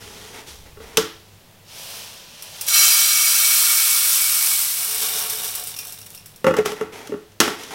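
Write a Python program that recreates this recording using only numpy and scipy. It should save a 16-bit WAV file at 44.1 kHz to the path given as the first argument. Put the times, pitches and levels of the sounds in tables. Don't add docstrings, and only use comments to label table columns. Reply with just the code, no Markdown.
import sys
import numpy as np
from scipy import signal
from scipy.fft import rfft, irfft
from scipy.io import wavfile

SR = 44100
rng = np.random.default_rng(int(sys.argv[2]) if len(sys.argv) > 2 else 0)


def log_audio(samples):
    frames = np.atleast_2d(samples).T
    limited = np.clip(frames, -1, 1)
    pcm = np.round(limited * 32767).astype(np.int16)
    wavfile.write(sys.argv[1], SR, pcm)


N = 341334


def from_db(db):
    return 10 ** (np.asarray(db) / 20)


def rms_one(x):
    return x / np.sqrt(np.mean(x ** 2) + 1e-20)


def at_hz(points, hz):
    f, value = np.transpose(points)
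    return np.interp(np.log(np.maximum(hz, 1)), np.log(f), value)


def colour(x, spectrum, size=4096):
    hz = np.fft.rfftfreq(size, 1 / SR)
    log_gain = np.log(from_db(at_hz(spectrum, hz)))
    cepstrum = irfft(log_gain)
    cepstrum[1:size // 2] *= 2
    cepstrum[size // 2 + 1:] = 0
    response = irfft(np.exp(rfft(cepstrum)))
    return signal.oaconvolve(x, response)[:len(x)]


def resonate(x, modes):
    out = 0
    for k, (hz, width_hz, db) in enumerate(modes):
        radius = np.exp(-np.pi * width_hz / SR)
        gain = (-1) ** k * from_db(db) * (1 - radius * radius) / 2
        poles = [1, -2 * radius * np.cos(2 * np.pi * hz / SR), radius * radius]
        out = out + signal.lfilter(gain * np.array([1, 0, -1]), poles, x + 1e-18)
    return out


def impacts(per_s, spread_db):
    decay_s = 0.0011
    chance = np.clip(per_s / SR, 1e-6, 1)
    sizes = from_db(spread_db * np.minimum(rng.exponential(1, N), 4))
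    contacts = sizes ** 2 * (rng.random(N) < chance) / chance
    power = signal.lfilter([1], [1, -np.exp(-1 / (decay_s * SR))], contacts + 1e-18)
    return rms_one(np.sqrt(power) * rng.standard_normal(N))


def burst(t60, size=12000):
    return rng.standard_normal(size) * from_db(-60 * np.arange(size) / SR / t60)


def blow(x, db, size=882):
    return from_db(db) * x / np.sqrt(np.mean(x[:size] ** 2) + 1e-20)


def add(out, s, x):
    i = int(s * SR)
    out[i:i + len(x)] += x[:N - i]


def gain_curve(rows):
    s, db = np.transpose(rows)
    t = np.arange(N) / SR
    gate = np.interp(t, [s[0] - .02, s[0], s[-1], s[-1] + .02], [0, 1, 1, 0])
    return gate * from_db(np.interp(t, s, db))


def stroke(start_s, held_s, attack_s, fade_db_per_s):
    t = np.arange(N) / SR - start_s
    return np.clip(t / attack_s, 0, 1) * from_db(-fade_db_per_s * np.maximum(t - held_s, 0))


# f/Hz, relative level/dB
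REFLECTION_SPECTRUM = [(150, -10.5), (500, 3), (1100, 3.5), (15000, 0)]
# f/Hz, t/s
REVERBERATION_TIME = [(150, 0.14), (500, 0.28), (1500, 0.38), (4000, 0.43), (9000, 0.24), (15000, 0.34)]


def kitchen(x, wet_db, gap_s, size=22050):
    t = np.arange(size) / SR
    edges = np.geomspace(100, 19000, 9)
    tail = 0
    for low, high in zip(edges, edges[1:]):
        hz = np.sqrt(low * high)
        bandpass = signal.butter(2, [low, high], "band", fs=SR, output="sos")
        band = signal.sosfilt(bandpass, rng.standard_normal(size))
        decay_db = at_hz(REFLECTION_SPECTRUM, hz) - 60 * t / at_hz(REVERBERATION_TIME, hz)
        tail = tail + band * from_db(decay_db)
    tail = tail * np.clip(t / gap_s - 1, 0, 1)
    reflections = signal.oaconvolve(x, tail / np.linalg.norm(tail))[:N]
    return x + from_db(wet_db) * reflections


# f/Hz, relative level/dB
AIR_SPECTRUM = [(20, -2), (60, -18), (110, -17.5), (190, 0.5), (270, -10), (450, -7), (950, -11.5),
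                (1400, -15), (3500, -14.5), (8000, -21), (15000, -21)]
# t/s, relative level/dB
BACKGROUND_LEVEL = [(0, 3.5), (2.55, 0.5), (3.0, -5), (6.2, 1.5), (7.74, -2)]
# start t/s, hold t/s, rumble level/dB
GRIP_CHANGES = [(0.0, 0.15, -58), (0.47, 0.4, -48), (6.5, 0.22, -56), (7.32, 0.14, -62)]


def background(air_db, hum_db, hum_hz, rumble_db):
    air = from_db(air_db) * rms_one(colour(rng.standard_normal(N), AIR_SPECTRUM))
    waver = rms_one(resonate(rng.standard_normal(N), [(hum_hz, 10, 0), (153, 10, -3)]))
    tone = np.sin(2 * np.pi * hum_hz * np.arange(N) / SR)
    hum = from_db(hum_db) * (tone + 1.02 * waver)
    rumble_spectrum = [(10, -9.5), (30, -10.5), (70, 1.0), (120, -32), (400, -80)]  # f/Hz, relative level/dB
    rumble = rms_one(colour(rng.standard_normal(N), rumble_spectrum))
    handling = sum(from_db(db) * stroke(s, held_s, attack_s=0.14, fade_db_per_s=70)
                   for s, held_s, db in GRIP_CHANGES)
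    steady = air + hum + from_db(rumble_db) * rumble
    return gain_curve(BACKGROUND_LEVEL) * steady + handling * rumble


# f/Hz, relative level/dB
RUBBED_BODY_SPECTRUM = [(40, -44), (150, -13.5), (270, -1), (340, -9.5), (425, 5), (540, -7.5), (700, -2),
                        (860, -1), (1150, -11), (1400, -7), (1650, -10.5), (1950, -5), (2600, -12),
                        (5000, -57)]
# f/Hz, relative level/dB
RASP_SPECTRUM = [(200, -44), (800, 11), (2000, -12), (3200, 9), (4500, 5), (5800, 7), (7500, 1.5),
                 (11500, -0.5), (15500, -9)]
# start t/s, hold t/s, relative levels of jar body/dB and rasp/dB, fading/(dB/s)
LID_TWISTS = [(0.0, 0.31, -44.5, -41.5, 150), (0.33, 0.07, -40.5, -43.5, 163), (0.464, 0.033, -48, -39, 87),
              (0.65, 0.02, -47.5, -58, 300), (0.8, 0.29, -45, -48, 146), (6.458, 0.025, -23, -37, 448),
              (6.565, 0.026, -24, -38, 450), (6.646, 0.02, -27.5, -29.5, 170),
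              (6.76, 0.074, -40.5, -51.5, 150), (6.919, 0.064, -38, -42, 73),
              (7.41, 0.062, -26.5, -31, 127), (7.58, 0.15, -44, -41.5, 100), (7.7, 0.05, -36, -42, 100)]


def lid_rubbing(body_db, rasp_db):
    slips = impacts(5000, spread_db=-1.5)
    body = from_db(body_db) * rms_one(colour(slips, RUBBED_BODY_SPECTRUM))
    rasp = from_db(rasp_db) * rms_one(colour(slips, RASP_SPECTRUM))
    out = np.zeros(N)
    for s, held_s, jar_db, thread_db, fade in LID_TWISTS:
        twist = from_db(jar_db) * body + from_db(thread_db) * rasp
        out += stroke(s, held_s, attack_s=0.014, fade_db_per_s=fade) * twist
    return out


# t/s, levels of air thump/dB, wall/dB and crack/dB before the bass cut,
# hollow ring f/Hz, which depends on how the lid sits
LID_BLOWS = [(0.771, -44.5, -51, -68, 409), (0.802, -42, -50, -61, 452), (0.9715, -27, -34, -14.5, 417),
             (0.978, -18, -24, -38, 438), (6.444, -18, -25, -38, 525), (6.4673, -14.5, -19, -35.5, 531.4),
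             (6.48, -19.5, -36, -44, 530), (6.509, -19.5, -28.5, -46, 512), (6.54, -30, -26, -41, 490),
             (6.567, -30, -32, -32.5, 515), (6.586, -17, -44, -38, 430), (6.658, -28, -28, -28.5, 401),
             (6.719, -30.5, -38, -38, 427), (6.811, -24.5, -31.5, -43.5, 434),
             (7.072, -51, -50, -41.5, 420), (7.094, -31.5, -56, -66, 288), (7.121, -26, -42, -68, 409),
             (7.14, -28, -42, -70, 281), (7.319, -66, -71, -57, 426), (7.4023, -17.5, -31, -11.5, 344),
             (7.4114, -23, -20, -30, 288), (7.478, -26.5, -26, -34, 353), (7.634, -55, -64, -39.5, 412)]
# f/Hz, width/Hz, relative level/dB
LID_PANEL_MODES = [(88.6, 6.2, -7.5), (169, 11.6, -6.5), (192.4, 13, -4), (206, 46, -3), (293, 7.7, -1.5),
                   (334.2, 4.8, 0), (430, 6, -2.5), (578.5, 39, -7)]
# f/Hz, width/Hz, relative level/dB
WALL_MODES = [(874, 103, 0.5), (996, 28, -9.5), (1124, 45, 3.5), (1255, 28, 6), (1347, 31, 8),
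              (1504, 55, -0.5), (1750, 200, -5), (2053, 120, -3.5), (2520, 29, -6), (2825, 87, -4.5),
              (3320, 86, -15.5)]
# f/Hz, relative level/dB
CRACK_SPECTRUM = [(60, -43), (400, -29), (1200, 5.5), (2200, -1.5), (3200, 5), (4400, -1), (5700, 4.5),
                  (7200, -1.5), (9000, -6), (11000, -3.5), (15500, -10)]


def lid_knocks(air_width_hz, air_db, crack_t60, chatter_t60, chatter_db, wet_db):
    direct, to_room = np.zeros(N), np.zeros(N)
    click = signal.unit_impulse(12000)
    for s, thump_db, wall_db, crack_db, air_hz in LID_BLOWS:
        thump = resonate(click, LID_PANEL_MODES + [(air_hz, air_width_hz, air_db)])
        wall = resonate(click, WALL_MODES)
        body = blow(thump, thump_db) + blow(wall, wall_db)
        rim_noise = burst(crack_t60) + from_db(chatter_db) * burst(chatter_t60)
        add(direct, s, body + blow(colour(rim_noise, CRACK_SPECTRUM), crack_db))
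        add(to_room, s, body + blow(colour(click, CRACK_SPECTRUM), crack_db))
    reflections = kitchen(to_room, wet_db, gap_s=0.00081) - to_room
    knocks = direct + reflections
    return signal.sosfilt(signal.butter(2, 90, "high", fs=SR, output="sos"), knocks)


# t/s, relative level/dB
SLIDE_LEVEL = [(1.15, -55), (1.6, -75), (1.69, -45), (1.78, -38.5), (1.96, -37), (2.27, -45.5), (2.68, -38)]
# f/Hz, relative level/dB
RUSTLE_SPECTRUM = [(250, -10), (420, -3.5), (600, 0.5), (1100, -3.5), (2000, -5), (2800, 3), (4500, 0),
                   (5800, 2.5), (7000, -4.5), (10000, -9), (15500, -16)]
# f/Hz, relative level/dB
GRAIN_SPECTRUM = [(60, -46), (300, -28), (600, -24), (1000, -15.5), (1300, -12.5), (1800, -14), (2500, -8),
                  (4000, -7), (5600, -1.5), (7000, -5), (8000, 0.5), (12000, 1), (15500, -2)]


def sliding(level_db, bright_db):
    level = gain_curve(SLIDE_LEVEL)
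    rustle = rms_one(colour(impacts(9000, spread_db=2.2), RUSTLE_SPECTRUM))
    fizz = rms_one(colour(impacts(9000, spread_db=2.2), GRAIN_SPECTRUM))
    brightness = from_db(bright_db) * level / level.max()
    return level * (from_db(level_db) * rustle + brightness * fizz)


# t/s, relative level of the tick/dB, relative level of the ring/dB
LONE_GRAINS = [(2.4233, -25.5, -38), (2.6108, -16.5, -29), (2.665, -21, -40), (2.6828, -13, -37),
               (5.2982, -15, -33), (5.443, -18, -48), (5.504, -25, -51), (5.551, -17, -48),
               (5.6715, -20, -44), (5.7648, -26, -34), (5.7883, -22, -28), (5.9233, -27, -39),
               (6.0146, -32.5, -41), (6.0623, -30.5, -56), (6.1478, -28.5, -46), (6.176, -40, -38.5),
               (6.2587, -30.5, -58), (6.3599, -37, -50)]
# f/Hz, width/Hz, relative level/dB
LONE_GRAIN_MODES = [(2467, 7, -6), (2730, 34, -9.5), (5320, 62, -8), (5650, 70, -7)]


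def stray_grains(tick_db, ring_db, tick_t60):
    out, click = np.zeros(N), signal.unit_impulse(12000)
    for s, grain_db, jar_db in LONE_GRAINS:
        tick = colour(burst(tick_t60), GRAIN_SPECTRUM)
        ring = resonate(click, LONE_GRAIN_MODES)
        add(out, s, blow(tick, grain_db + tick_db) + blow(ring, jar_db + ring_db))
    return out


# t/s, relative level/dB
STREAM_LEVEL = [(2.68, -23.5), (2.76, -14), (2.86, -16), (3.17, -18.5), (3.56, -16.5), (4.51, -19),
                (4.76, -23.5), (5.25, -27), (5.62, -33.5), (6.42, -58.5)]
# start t/s, hold t/s, swell level/dB
CLUMP_SWELLS = [(5.01, 0.035, 4.5), (5.14, 0.057, 2), (5.86, 0.034, 4.5)]


def stream_strength():
    swell_db = sum(db * stroke(s, held_s, attack_s=0.011, fade_db_per_s=350)
                   for s, held_s, db in CLUMP_SWELLS)
    return gain_curve(STREAM_LEVEL) * from_db(swell_db)


def flow(stream):
    trickle_per_s, full_per_s = 73, 7000
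    full_stream_db, exponent = -17, 1.6
    return trickle_per_s + full_per_s * (stream / from_db(full_stream_db)) ** exponent


def heap_hiss(stream, level_db, spread_db, wet_db, count=4):
    ticks = 0
    for spot in range(count):
        landing = stream * impacts(flow(stream) / count, spread_db)
        ticks = ticks + kitchen(landing, wet_db, gap_s=0.00037)
    return from_db(level_db) / np.sqrt(count) * colour(ticks, GRAIN_SPECTRUM)


def drummed(stream, modes):
    return stream * rms_one(resonate(impacts(flow(stream), spread_db=2.0), modes))


# f/Hz, width/Hz, relative level/dB
POT_WALL_MODES = [(1170, 30, -12), (1215, 22, -7), (1300, 35, -10), (1382, 25, -6), (1440, 30, -11),
                  (1585, 15, -9), (1770, 15, -9), (1860, 30, -14), (2215, 35, -6), (2264, 12, 6),
                  (2380, 50, -11), (2517, 16, -5), (3100, 40, -9), (3380, 45, -7), (3688, 30, -5),
                  (4110, 50, -7), (4297, 28, -3), (4845, 27, -6), (5598, 35, 2), (5735, 22, 2),
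                  (6390, 30, -3), (7418, 16, -2), (7815, 35, -3), (8060, 200, -7), (9430, 60, -6),
                  (9620, 30, -5)]
# f/Hz, width/Hz, relative level/dB
POT_BASE_MODES = [(699, 13, -11.5), (1420, 12, -29), (1614, 10, -4), (1830, 25, -25.5), (2540, 22, -17),
                  (2658, 27, 2), (2820, 43, -9), (3090, 45, 2), (4066, 79, 3.5), (4870, 14, 11.5),
                  (5780, 57, 9.5), (6340, 17, 7.5), (7070, 170, 0.5)]


def pot_ring(stream, wall_db, wall_damping_db, base_db, base_damping_db):
    lowering_s, lowering_over_s, lowering_loss_db = 4.46, 0.17, 1.5
    poured = np.cumsum(stream ** 2) / np.sum(stream ** 2)
    lowered = np.clip((np.arange(N) / SR - lowering_s) / lowering_over_s, 0, 1)
    wall = from_db(wall_db - wall_damping_db * poured ** 2) * drummed(stream, POT_WALL_MODES)
    base = from_db(base_db - base_damping_db * poured ** 2) * drummed(stream, POT_BASE_MODES)
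    return from_db(-lowering_loss_db * lowered) * (wall + base)


# f/Hz, width/Hz, relative level/dB
EMPTY_JAR_MODES = [(202, 33, -17), (432, 18.5, -2), (590, 52, -13.5), (721, 14, -2), (910, 130, -12),
                   (1129, 33, -5), (1440, 480, -13.5), (2400, 81, -10), (2840, 120, -6.5),
                   (3690, 290, -5.5), (5650, 320, -6.5)]


def jar_ring(stream, level_db):
    bare_s, bare_over_s = 4.704, 0.46
    bare = np.clip((np.arange(N) / SR - bare_s) / bare_over_s, 0, 1)
    return from_db(level_db) * bare * drummed(stream, EMPTY_JAR_MODES)


def scene():
    room = background(air_db=-52.5, hum_db=-58.5, hum_hz=99.8, rumble_db=-67.0)
    rubbing = lid_rubbing(body_db=0.0, rasp_db=-2.0)
    knocks = lid_knocks(air_width_hz=18.2, air_db=8.0, crack_t60=0.028,
                        chatter_t60=0.061, chatter_db=-5.5, wet_db=-6.5)
    loose = sliding(level_db=-1.0, bright_db=-2.0)
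    loose = loose + stray_grains(tick_db=-9.5, ring_db=-6.0, tick_t60=0.078)
    grains = kitchen(loose, wet_db=-5.5, gap_s=0.0053)
    stream = stream_strength()
    hiss = heap_hiss(stream, level_db=1.0, spread_db=3.5, wet_db=-0.5)
    pot = pot_ring(stream, wall_db=-4.5, wall_damping_db=8.0, base_db=-2.5, base_damping_db=35.0)
    jar = jar_ring(stream, level_db=-5.5)
    return np.tile(room + rubbing + knocks + grains + hiss + pot + jar, (2, 1))


def record(dry):
    cutoff_hz = 15900
    lowpass = signal.ellip(10, .1, 80, cutoff_hz, fs=SR, output="sos")
    return signal.sosfilt(lowpass, np.clip(dry, -1, 1))


dry = scene()
out = record(dry)
log_audio(out)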